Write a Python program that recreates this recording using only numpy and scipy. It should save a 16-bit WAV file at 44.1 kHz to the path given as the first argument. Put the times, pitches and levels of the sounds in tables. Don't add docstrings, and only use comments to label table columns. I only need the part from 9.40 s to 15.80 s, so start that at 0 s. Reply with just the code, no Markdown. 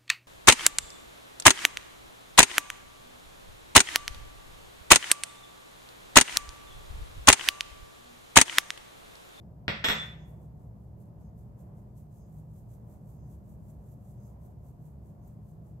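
import sys
import numpy as np
from scipy import signal
from scipy.fft import rfft, irfft
from scipy.io import wavfile
from scipy.ndimage import uniform_filter1d

SR = 44100
rng = np.random.default_rng(int(sys.argv[2]) if len(sys.argv) > 2 else 0)


def attenuation_scalar(level_db):
    decades = np.asarray(level_db, float) / 20
    return 10 ** decades


def wav_record(signal):
    frames = np.transpose(np.atleast_2d(signal))
    bounded = np.clip(frames, -1, 1)
    quanta = np.round(bounded * 32767).astype(np.int16)
    wavfile.write(sys.argv[1], SR, quanta)


N = 282240


def level(x, db):
    return x * attenuation_scalar(db) / np.sqrt(np.mean(x ** 2))


def along(table, hz):
    f, value = np.transpose(table)
    return np.interp(np.log(hz + 1), np.log(f + 1), value)


def colour(table, size):
    hz = np.fft.rfftfreq(size, 1 / SR)
    inside = (hz > table[0][0]) & (hz < table[-1][0])
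    return attenuation_scalar(along(table, hz) - 60 * ~inside)


def stereo_noise(size, like):
    mid, side = rfft(rng.standard_normal((2, size)))
    mid, side = mid * np.sqrt(1 + like), side * np.sqrt(1 - like)
    return np.array([mid + side, mid - side])


def noise(table, like):
    return level(irfft(colour(table, N) * stereo_noise(N, like), N), 0)


def walk(rate_hz):
    hold = int(SR / rate_hz)
    steps = np.repeat(rng.standard_normal(N // hold + 1), hold)
    return 1.3 * uniform_filter1d(uniform_filter1d(steps, hold), hold)[:N]


def delay(x, s):
    return irfft(rfft(x) * np.exp(-2j * np.pi * np.fft.rfftfreq(N, 1 / SR) * s), N)


def crack(table):
    cepstrum = irfft(np.log(colour(table, 1024)))
    cepstrum[1:512] *= 2
    cepstrum[513:] = 0
    return irfft(np.exp(rfft(cepstrum)))[:512]


def strike(times, dbs, table):
    clicks = np.zeros(N)
    clicks[(times * SR).astype(int)] = attenuation_scalar(dbs)
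    return signal.fftconvolve(clicks, crack(table))[:N]


# f/Hz, level/dB per Hz
HUM = [(15, -48.5), (25, -26), (42, -14), (64, 3), (88, -6), (115, 3.5), (136, -5), (155, 2.5), (177, -9.5),
       (200, -4), (230, -13.5), (255, -18), (420, -23.5), (600, -54.5)]
# f/Hz, level/dB per Hz
AIR = [(180, -32), (300, -5.5), (523, -3.5), (610, -1), (662, -5.5), (719, -1.5), (780, -9), (958, -9.5),
       (1350, -22), (1890, -28.5), (3500, -42.5), (4550, -71.5), (7700, -120)]
# f/Hz, level/dB per Hz
HISS = [(1470, -33.5), (2500, -5), (3640, -6), (4830, -3.5), (5850, -5.5), (6670, -4.5), (9630, -8),
        (12100, -2.5), (13600, 0), (15600, -5)]
# f/Hz, left-right correlation
LIKENESS = [(60, 0.97), (130, 0.92), (290, 0.81), (640, .35), (1410, -0.2), (3100, -.05), (15000, 0.62)]


def appliances():
    like = np.clip(along(LIKENESS, np.fft.rfftfreq(N, 1 / SR)), -.9, .98)
    hum = attenuation_scalar(-47 + 0.5 * walk(1.7)) * noise(HUM, like)
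    air = attenuation_scalar(-63 + 0.96 * walk(4.7) + 0.54 * walk(17)) * noise(AIR, like)
    return hum + air + attenuation_scalar(-83.5) * noise(HISS, 0.)


def modes(table, times, dbs):
    contact_s, surviving = 0.0003, .45
    out, t = np.zeros((2, N)), np.arange(SR)[None] / SR
    hz, db, t60, pan = np.transpose(table)[:, :, None]
    touch = 1 - np.exp(-(t / contact_s) ** 2)
    for s, hit_db in zip(times, dbs):
        share = attenuation_scalar(1.2 * rng.standard_normal((len(table), 1)))
        decay = attenuation_scalar(hit_db + db - 60 * t / t60)
        tones = touch * share * decay * np.sin(2 * np.pi * hz * t)
        i = int(s * SR)
        out[:, i:i + SR] *= 1 - (1 - surviving) * touch * attenuation_scalar(hit_db - max(dbs))
        out[:, i:i + SR] += [(tones * attenuation_scalar(pan / 2)).sum(0), (tones * attenuation_scalar(-pan / 2)).sum(0)]
    return out


# t/s, blow level/dB, ring level/dB, sharpness level/dB, thud level/dB
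KNOCKS = [(0.2806, -21.5, -24.5, -9.5, 2), (0.281, -9, -19, -10, 3), (0.4408, -18, 4.5, -5, -9),
          (0.4444, -10.5, 2, 7, -5.5), (.449, -11.5, 4, -0.5, -8), (0.4523, -17, -7.5, -5, -8.5),
          (.486, -9, -1, 5.5, -0.5), (0.4904, -20, -3, -4, -5.5), (.5006, -11.5, -1.5, -2, 3),
          (.50462, -18.5, -4, -3, 2), (.52207, -20.5, -5.5, -3, -2), (0.666, -54.5, 5, 11, -16)]
# f/Hz, level/dB per Hz
BLOW = [(150, -30), (250, -8), (560, -2.5), (800, -4.5), (1050, -3), (1890, -2.5), (3000, -4), (3500, -4.5),
        (4400, -14), (5800, -19), (6800, -33), (8500, -62.5)]
# f/Hz, level/dB per Hz
EDGE = [(3500, -33), (5000, -17.5), (7000, -21.5), (8000, -21.5), (8650, -35.5), (9100, -60.5),
        (10000, -42), (12000, -42.5), (13000, -54), (13700, -38), (14400, -51), (14700, -75)]
# f/Hz, level/dB, t60/s, left minus right level/dB
THUD = [(103, -35, .12, 1), (160.9, -31, .1, 0.5), (212, -30.5, 0.2, 0), (570, -27, 0.14, -1),
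        (1529, -25.5, 0.013, -0.5), (1896, -16.5, 0.01, -1.5), (3250, -15, 0.01, -8.5)]
RING_HZ = [1830, 1920, 2125, 3341, 3492, 3501, 3970, 5330, 5730]
# level/dB, t60/s, left minus right level/dB
RING = [(-28, .13, -0.5), (-33, .12, -0.5), (-33, .12, 0), (-20.5, 0.5006, -9), (-19.5, 0.73, 4),
        (-28, .9, -4), (-36, .08, 0), (-32, .2, 1.5), (-40, .07, 0)]
SHRILL_HZ = [7880, 13742, 13600]
# level/dB, t60/s, left minus right level/dB
SHRILL = [(-40, .12, -2), (-37.5, .2, 4), (-46, 0.079, 4)]


def bowl():
    hand_s, hand_t60_s = 0.64, 0.12
    s, blow_db, ring_db, sharp_db, thud_db = np.transpose(KNOCKS)
    cracks = strike(s, blow_db, BLOW) + strike(s, blow_db + sharp_db, EDGE)
    thuds = modes(THUD, s, blow_db + thud_db)
    rings = modes(np.c_[RING_HZ, RING], s, blow_db + ring_db)
    rings = rings + modes(np.c_[SHRILL_HZ, SHRILL], s, blow_db + sharp_db)
    since_touch = np.clip(np.arange(N) / SR - hand_s, 0, None)
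    return attenuation_scalar(17.5) * cracks + thuds, attenuation_scalar(-60 * since_touch / hand_t60_s) * rings


# f/Hz, t60/s
ROOM = [(125, 0.19), (350, 0.33), (1000, 0.45), (2200, 0.53), (3800, 0.43), (7000, .42), (12000, 0.34)]
# delay t/s, left level/dB, right level/dB
ECHOES = [(.0006, -7, -4.5), (.0013, -9, -5.5), (.0035, -9, -13), (.0075, -11, -11.5), (0.0117, -9, -6.5),
          (.0205, -14.5, -11)]


def kitchen(x):
    tail_db, build_s, wall_hz = -30.5, 0.0022, 4530
    t, hz = np.arange(SR) / SR, np.fft.rfftfreq(SR, 1 / SR)
    diffuse = stereo_noise(SR, np.clip(along(LIKENESS, hz), -.9, .95))
    tail = np.zeros((2, SR))
    for k, (centre, t60) in enumerate(ROOM):
        share = along([(f, 1. * (j == k)) for j, (f, _) in enumerate(ROOM)], hz)
        tail += irfft(share * diffuse, SR) * attenuation_scalar(tail_db - 60 * t / t60)
    tail *= 1 - np.exp(-t / build_s)
    walls = np.zeros((2, SR))
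    for s, *dbs in ECHOES:
        walls[:, int(s * SR)] = attenuation_scalar(dbs)
    walls = signal.sosfilt(signal.butter(2, wall_hz, fs=SR, output="sos"), walls)
    return signal.fftconvolve(x, tail + walls, axes=1)[:, :N]


# fullest flow t/s, fine hiss level/dB, rise t/s (short for a tap, long for a shake)
SWINGS = [(.665, -73, .06), (.905, -75, .06), (1.04, -80.5, .08), (1.24, -83, 0.11), (1.45, -85, .1),
          (1.615, -75.5, 0.034), (1.81, -82, 0.037), (1.99, -74.5, .03), (2.2, -73.5, 0.029),
          (2.39, -78, 0.053), (2.58, -72.5, 0.032), (2.775, -75, .08), (2.985, -74.5, 0.13),
          (3.18, -75.5, 0.094), (3.34, -73.5, 0.079), (3.54, -74, 0.1), (3.72, -73.5, .09),
          (3.93, -73.5, 0.084), (4.12, -75, 0.096), (4.31, -74.5, .11), (4.525, -74, .12),
          (4.71, -74.5, .12), (4.88, -75, .1), (5.06, -74.5, 0.069), (5.28, -75.5, 0.075),
          (5.475, -76, .09), (5.69, -78.5, 0.091), (5.885, -75.5, .08), (6.1, -78.5, 0.11),
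          (6.295, -80, .09)]


def flow(fall_s):
    depth_db, trickle_db = 15, -97
    roundness = 1.7
    s, peak_db, rise_s = np.transpose(SWINGS)
    t = np.arange(0, N, 32)[:, None] / SR - s
    drop = np.where(t < 0, np.abs(t / rise_s) ** roundness, t / fall_s)
    power = attenuation_scalar(2 * (peak_db - depth_db * drop)).sum(1) + attenuation_scalar(2 * trickle_db)
    return uniform_filter1d(np.repeat(10 * np.log10(power), 32)[:N], size=700)


# f/Hz, level/dB per Hz
FINE = [(8500, -14), (10000, -8.5), (11500, 0), (13000, -0.5), (14500, -5), (15700, -4.5)]
# f/Hz, level/dB per Hz
COARSE = [(2000, -16), (4000, -14), (5500, -12), (6300, -3.5), (8000, -2), (9300, -5), (10500, -10.5)]
# t/s, level/dB, half length t/s
RUBS = [
    (0.825, -78, .05),
    (1.858, -83.5, 0.051),
    (2.82, -80, 0.058),
    (3.833, -82, 0.098),
    (4.846, -79, 0.068),
    (5.84, -82, 0.027),
    (6.353, -95, .04),
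]
# f/Hz, level/dB per Hz
RUB = [(4800, -9), (5800, -16), (6300, -3), (7000, -9), (7800, -17), (8800, -32)]
# t/s, level/dB
TICKS = [
    (1.572, -52),
    (1.99, -60),
    (5.043, -62),
    (5.8775, -41),
    (5.879, -38),
    (5.8803, -41),
    (5.882, -45),
]
# f/Hz, level/dB per Hz
TICK = [(7000, -36), (10000, -20), (12500, -6), (14500, 0), (15700, 7)]


def sieve():
    t = np.arange(N) / SR
    fine_db = flow(.08)
    coarse_db = flow(0.082) - 2.5 + 1.233 * walk(25)
    grains = attenuation_scalar(1.5 * walk(400) + .8 * walk(60))
    flour = grains * (attenuation_scalar(fine_db) * noise(FINE, 0.0942) + attenuation_scalar(coarse_db) * noise(COARSE, .1))
    rubbing = sum(attenuation_scalar(db) * np.exp(-((t - at) / half) ** 2) for at, db, half in RUBS)
    at, tick_db = np.transpose(TICKS)
    return flour * attenuation_scalar([[-.8], [1.2]]) + rubbing * noise(RUB, .1) + strike(at, tick_db, TICK)


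def scene():
    port_lag_s, ring_send_db = 0.00017, -10
    blows, rings = bowl()
    near = blows + rings
    room = kitchen(blows + attenuation_scalar(ring_send_db) * rings)
    return np.array([near[0], delay(near[1], port_lag_s)]) + room + sieve() + appliances()


def roll_off(x):
    return signal.sosfilt(signal.butter(12, 15760, fs=SR, output="sos"), x)


def record(dry):
    return roll_off(dry)


dry = scene()
out = record(dry)
wav_record(out)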